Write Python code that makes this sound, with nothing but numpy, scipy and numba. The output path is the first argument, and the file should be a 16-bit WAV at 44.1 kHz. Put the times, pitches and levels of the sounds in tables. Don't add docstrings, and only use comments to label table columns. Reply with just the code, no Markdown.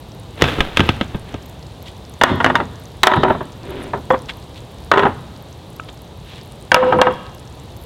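import sys
import numpy as np
from scipy import signal
from scipy.fft import rfft, irfft
from scipy.io import wavfile
from scipy.ndimage import uniform_filter1d
from numba import njit

SR = 44100
rng = np.random.default_rng(int(sys.argv[2]) if len(sys.argv) > 2 else 0)


def unload_audio(sound):
    columns = np.transpose(np.atleast_2d(sound))
    steps = np.round(np.clip(columns, -1, 1) * 32767)
    wavfile.write(sys.argv[1], SR, steps.astype(np.int16))


N = 346185
TIME = np.arange(N) / SR
RING_TIME = TIME[:SR // 2]

# (time [s], force [dB], brightness [dB per octave], thud before trim [dB re force])
PALLET_BLOWS = [(.421, 2.5, 1, 3.5), (.440, 1, 0, 0.5), (.484, -11.5, 0.5, -7), (0.585, -13.5, -4.5, 5),
                (.605, -1, -1, -5), (0.7715, -2.5, 1.5, -15), (.794, -8, 0.5, 9), (.804, 2.5, -1, -2),
                (.890, -4, 1, 1), (1.011, -9.5, 0, 0.5), (1.1452, -9.5, -6, -1.5), (1.3411, -14.5, -3.5, 2)]
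# (time [s], force [dB], brightness [dB per octave])
BOARD_BLOWS = [ (2.2126, 0, 1), (2.236, 16.5, 2), (2.402, -5.5, -0.5), (2.444, -1.5, 2), (2.462, 1.5, -0.5),
               (2.499, -5.5, -1.5), (2.554, -4.5, 2.5), (2.601, -7.5, -2), (3.033, 4.5, 5),
               (3.0702, 14.5, 1.5), (3.116, 0, -0.5), (3.136, -1.5, 0.5), (3.165, -10, -1.5),
               (3.2325, 0.5, -2.5), (3.304, -1.5, -4.5), (3.347, -11.5, -5.5), (3.406, -13, -4.5),
               (3.934, -7.5, -3.5), (4.103, -1, -3), (4.915, 5.5, -.5), (4.937, 0, .5), (4.979, 1.5, 0),
               (4.993, 0.5, 1.2), (5.033, -6, -1), (5.052, 1, -3), (5.066, -2, -3.5), (6.717, 1.5, 1.5),
               (6.744, 15, 2.5), (6.762, 11, -2), (6.826, 3, -5), (6.923, 1.5, -4.5), (6.987, 0.5, -6),
               (7.015, 12.5, 1), (7.068, 5, -4)]
NEXT_BOARD_TIMES = [2.9, 3.6, 4.05, 4.8, 6.5]
# (start [s], flat [s], chatter level [dB],
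# chatter brightness [dB per octave], ring level [dB])
CLATTERS = [(2.46, 2.615, -15.5, -3.5, -1.5), (3.242, 3.311, -5.5, -4, -2.5),
            (3.94, 3.983, -16.5, -6.5, -8), (4.115, 4.146, -9, -3, -1.5), (4.921, 5.08, -4.5, -2.5, -2),
            (6.78, 7.088, -6.5, -9, -3)]
# (time [s], level [dB])
SWAYS = [(2.295, -15.5), (3.155, -15.5), (6.92, -17)]
# (time [s], level [dB])
LEAF_CRUSHES = [(0.432, -18.5), (.8, -27.5), (1.29, -40.5)]
# (time [s], length [s], level [dB], brightness [dB per octave])
SCRAPES = [(1.854, 0.047, -47.5, 8.5), (3.606, 0.31, -32.5, -3.5), (4.284, 0.028, -30.5, 3.5),
           (4.55, 0.042, -52, 8.5), (5.881, 0.019, -38, 2), (6.236, 0.19, -49, 6.5)]

# (frequency [Hz], level [dB], t60 [s])
PALLET_MODES = [(220, -27, 0.089), (430, -17.5, 0.05), (1271, -7, 0.036), (1570, -25.5, 0.19),
                (2580, -16, 0.038), (3340, -17, 0.045)]
# (frequency [Hz], level [dB], t60 [s])
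FIRST_BOARD = [(254.5, -18, 0.22), (360.5, -22, 0.31), (932, -11, 0.14), (1190, -27, 0.2),
               (1423, -8, 0.044), (1657, -6.5, 0.022), (1876, -6.5, 0.024), (2874, -26, 0.11)]
SECOND_BOARD = [(225, -20.5, 0.2), (377, -9, 0.12), (631, -15.5, 0.22), (749, -16.5, 0.19), (903, -9, 0.14),
                (982, -9.5, 0.2), (1320, -5, 0.048), (1780, -38, .07), (3070, -8, 0.021),
                (3840, -8.5, 0.014)]
THIRD_BOARD = [(208, -23, 0.25), (402.6, -8.5, 0.12), (618, -14, 0.1), (910, -13, 0.16), (1005, -8.5, 0.14),
               (1256, -11, 0.068), (1459, -8, 0.033), (1878, -11, 0.053), (2600, -39, .04),
               (3390, -28, 0.13)]
SPARE_BOARD = [(387, -13.5, 0.076), (515, -6.5, 0.28), (904, -26, 0.16), (998, -5, 0.074),
               (1108, -10, 0.12), (1820, -17, 0.1), (3360, -25, 0.17)]
FOURTH_BOARD = [(509, -12.5, 0.54), (772, -14.5, 0.12), (952, -5.5, 0.081), (1284, -8.5, 0.13),
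                (1565, -10, 0.065), (2284, -5, 0.024), (2820, -5, 0.021), (3240, -20, 0.041)]
# (frequency [Hz], level [dB], t60 [s])
SLAT_MODES = [(688, -12, 0.055), (1209, -16, 0.059), (1693, -10, 0.04), (3023, -13.5, 0.031)]
# (frequency [Hz], level [dB], t60 [s])
TAP_MODES = [(1300, -36.5, 0.21), (1310, -12.5, 0.0083), (1610, -21, 0.011), (2300, -27, 0.014),
             (2740, -20.5, 0.0081)]
BOARD_TURNS = [FIRST_BOARD, SECOND_BOARD, THIRD_BOARD, SPARE_BOARD, THIRD_BOARD, FOURTH_BOARD]

# (frequency [Hz], level [dB])
PALLET_KNOCK = [(60, 8.5), (200, -11), (450, 1.5), (700, 2.5), (1400, 3), (2200, 1.5), (3500, 2.5),
                (4600, -14), (8000, -28), (16000, -38)]
# (frequency [Hz], level [dB])
BOARD_KNOCK = [(60, -12), (200, -2), (500, -0.5), (900, 5.5), (1800, -1), (2300, -9.5), (3700, -15.5),
               (4700, -30), (8000, -40), (16000, -56)]
# (frequency [Hz], level [dB])
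THUD = [(25, -49), (60, -6), (125, -0.5), (240, -3), (450, -8.5), (900, -21.5), (3000, -72)]
# (frequency [Hz], level [dB])
RUSTLE = [(60, -5), (300, 10), (800, 3.5), (2000, -1), (3600, -1.5), (4700, -16.5), (9000, -26),
          (16000, -30)]
# (frequency [Hz], level [dB])
SCRAPE = [(100, -3), (380, 4), (900, -3), (1400, -4), (2000, -3.5), (3600, -3), (5000, -21.5), (16000, -54)]
# (frequency [Hz], level [dB])
ECHO = [(60, 11), (200, 8.5), (500, -7.5), (1000, -2), (2200, -4), (3600, 0.5), (5000, 1), (16000, -28)]
# (frequency [Hz], level [dB])
HUSH = [(20, -58), (40, -8.5), (62, 1.5), (130, 0.2), (240, -10), (450, -11), (950, -16), (1400, -26),
        (2300, -29), (3200, -25), (3800, -23), (5200, -35), (9000, -39), (16000, -47.5)]


def pallet():
    graze_lead_s, graze_db = 0.0085, -20.5
    grazes = [(s - graze_lead_s, db + graze_db, bright_db, thud_db)
              for s, db, bright_db, thud_db in PALLET_BLOWS]
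    out = np.zeros(N)
    for s, db, bright_db, thud_db in PALLET_BLOWS + grazes:
        tone = ring(PALLET_MODES, bright_db)
        sound = blow(tone, PALLET_KNOCK, bright_db, thud_db, knock_t60=0.017, rattle_db=-18.0,
                     rattle_t60=0.13, thud_t60=0.071, thud_trim_db=-4.5, contact_s=0.00048)
        add(out, s, undb(db) * sound)
    return out


def boards():
    out = np.zeros(N)
    for turn, (modes, clatter) in enumerate(zip(BOARD_TURNS, CLATTERS)):
        from_s, flat_s, chatter_db, chatter_bright_db, ring_db = clatter
        knocks = [row for row in BOARD_BLOWS if np.searchsorted(NEXT_BOARD_TIMES, row[0]) == turn]
        contacts = knocks + edge_slaps(knocks) + chatter(from_s, flat_s, chatter_db, chatter_bright_db)
        for s, db, bright_db in contacts:
            later_knocks = [row[0] for row in knocks if row[0] > s]
            stopped_s = min(later_knocks + [max(flat_s, s)])
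            add(out, s, strike(modes, db, bright_db, ring_db, stopped_s - s))
    return out


def edge_slaps(knocks):
    mean_delay_s, slap_db = 0.0045, -7
    return [(s + mean_delay_s * rng.uniform(0.486, 1.5), db + slap_db, bright_db)
            for s, db, bright_db in knocks]


def chatter(from_s, flat_s, db, bright_db, count=24):
    gap_s, spread_db = 0.021, 2.5
    shift = rng.uniform(-.5, .5, count)
    strength = rng.standard_normal(count)
    times = from_s + gap_s * (np.arange(count) + .5 + shift)
    return [(s, db + spread_db * k, bright_db) for s, k in zip(times, strength) if s < flat_s]


def strike(modes, db, bright_db, ring_db, free_s):
    held_s = np.maximum(RING_TIME - free_s, 0)
    damping = fade(held_s, t60=0.12)
    tone = undb(ring_db) * ring(modes, bright_db, detune=0.013) * damping
    slat = ring(SLAT_MODES, bright_db, detune=0.178)
    thud_db = (0.13 - 1) * db
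    sound = blow(tone + slat, BOARD_KNOCK, bright_db, thud_db, knock_t60=0.022, rattle_db=-15.5,
                 rattle_t60=0.16, thud_t60=0.3, thud_trim_db=-29.5, contact_s=0.00092)
    return undb(db) * sound


def blow(tone, knock_colour, bright_db, thud_db, knock_t60, rattle_db, rattle_t60, thud_t60,
         thud_trim_db, contact_s):
    t = RING_TIME
    grain, frame = rng.standard_normal((2, len(t)))
    decay = fade(t, knock_t60) + undb(rattle_db) * fade(t, rattle_t60)
    knock = colour(grain * decay, knock_colour, bright_db)
    thud = colour(frame * fade(t, thud_t60), THUD)
    push = 1 - np.exp(-t / (contact_s * 2 ** (-bright_db / 2)))
    return push * (knock + tone + undb(thud_db + thud_trim_db) * thud)


def ring(modes, bright_db=0, detune=0.0044):
    hz, db, t60 = np.transpose(modes)[:, :, None]
    hz = hz * np.exp(detune * rng.uniform(-0.985, 1, hz.shape))
    place = rng.choice([-1, 1], hz.shape) * undb(rng.uniform(-0.63, 1, hz.shape))
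    strength = place * undb(db) * tilt(hz, bright_db)
    waves = strength * fade(RING_TIME, t60) * np.sin(2 * np.pi * hz * RING_TIME)
    return np.sum(waves, axis=0)


def sways():
    rise_s, t60_s = 0.012, 0.29
    swell = (1 - np.exp(-RING_TIME / rise_s)) * fade(RING_TIME, t60_s)
    swell = swell / swell.max()
    out = np.zeros(N)
    for s, db in SWAYS:
        bump = colour(rng.standard_normal(len(swell)) * swell, THUD)
        add(out, s, undb(db) * bump)
    return out


def leaves():
    rise_db_per_s, fall_db_per_s = 340, 56
    level = np.zeros(N)
    for s, db in LEAF_CRUSHES:
        drop_db = np.maximum(rise_db_per_s * (s - TIME), fall_db_per_s * (TIME - s))
        level += undb(db - drop_db)
    return colour(grains(per_s=3300, spread_db=-1.5), RUSTLE) * level


def scrapes(body_db=-17, patchy_db=-0.7):
    out = np.zeros(N)
    slips = unit(grains(per_s=5500, spread_db=.5) * undb(patchy_db * walk(45)))
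    for s, length, db, bright_db in SCRAPES:
        progress = RING_TIME / length
        stroke = 2 * np.e * progress * np.exp(-2 * progress) / (1 + progress ** 8)
        rub = colour(stroke * slips[int(s * SR):][:len(stroke)], SCRAPE, bright_db)
        board = ring(THIRD_BOARD, bright_db)
        body = signal.oaconvolve(rub, board / np.linalg.norm(board))[:len(rub)]
        add(out, s, undb(db) * (rub + undb(body_db) * body))
    return out


def tap():
    out = np.zeros(N)
    add(out, 5.798, ring(TAP_MODES))
    return out


def trees(x, echo_db, t60, build_s):
    t = TIME[:SR]
    envelope = (1 - np.exp(-(t / build_s) ** 2)) * fade(t, t60)
    response = colour(rng.standard_normal(len(t)) * envelope, ECHO)
    response = response / np.sqrt(np.sum(response ** 2))
    return undb(echo_db) * signal.oaconvolve(x, response)[:N]


def outdoors():
    hush = unit(colour(rng.standard_normal(N), HUSH, size=8192))
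    level_db = -35.5 + 0.5 * walk(4.25)
    return hush * undb(level_db) + litter(floor_db=-39)


def litter(floor_db, count=500):
    out, t = np.zeros(N), TIME[:SR // 100]
    for when, pitch, size, length in rng.random((count, 4)):
        hz = 4000 * 3.4 ** pitch
        tick = fade(t, 0.0009 + 0.0025 * length) * np.sin(2 * np.pi * hz * t)
        add(out, when * N / SR, undb(floor_db + 14.5 * size ** 3) * tick)
    return out


def grains(per_s, spread_db):
    present = rng.random(N) < per_s / SR
    size = undb(spread_db * np.minimum(rng.exponential(size=N), 4))
    return unit(present * rng.standard_normal(N) * size)


def walk(rate):
    k = int(SR / rate)
    steps = np.repeat(rng.standard_normal(N // k + 1), k)
    return unit(uniform_filter1d(uniform_filter1d(steps, k), k)[:N])


def colour(x, points, slope_db=0, size=2048):
    hz = np.maximum(np.arange(size // 2 + 1) * SR / size, 1)
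    knots, db = np.transpose(points)
    gain = unit(undb(np.interp(np.log(hz), np.log(knots), db))) * tilt(hz, slope_db)
    cepstrum = irfft(np.log(gain))[:size // 2]
    cepstrum[1:] *= 2
    impulse = irfft(np.exp(rfft(cepstrum, size)))
    return signal.oaconvolve(x, impulse)[:len(x)]


def tilt(hz, slope_db):
    return undb(slope_db * np.log2(np.maximum(hz, 400) / 1000))


def fade(t, t60):
    return np.exp(-np.log(1000) * t / t60)


def undb(db):
    return 10 ** (np.asarray(db) / 20)


def unit(x):
    return x / np.sqrt(np.mean(x ** 2))


def add(track, s, sound):
    i = int(s * SR)
    track[i:i + len(sound)] += sound[:N - i]


def scene():
    air = outdoors()
    wood = pallet() + sways() + leaves() + scrapes() + tap() + boards()
    echo = trees(wood, echo_db=-26.5, t60=0.85, build_s=0.015)
    return (wood + echo + air)[None]


@njit
def follow(x, attack, release):
    out, e = np.empty(len(x)), 0.
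    for i in range(len(x)):
        e += (abs(x[i]) - e) * (attack if abs(x[i]) > e else release)
        out[i] = e
    return out


def compress(x, threshold_db, slope, attack_s, release_s):
    envelope = follow(x, 1 / (attack_s * SR), 1 / (release_s * SR))
    return x * np.maximum(envelope / undb(threshold_db), 1) ** -min(slope, 1)


def record(dry):
    squeezed = compress(dry[0], threshold_db=-10.5, slope=0.89, attack_s=0.0053, release_s=0.018)
    clipped = np.clip(squeezed, -1, 1)
    top_cut = signal.ellip(8, .2, 70, 16000, fs=SR, output="sos")
    return signal.sosfilt(top_cut, clipped)[None]


dry = scene()
out = record(dry)
unload_audio(out)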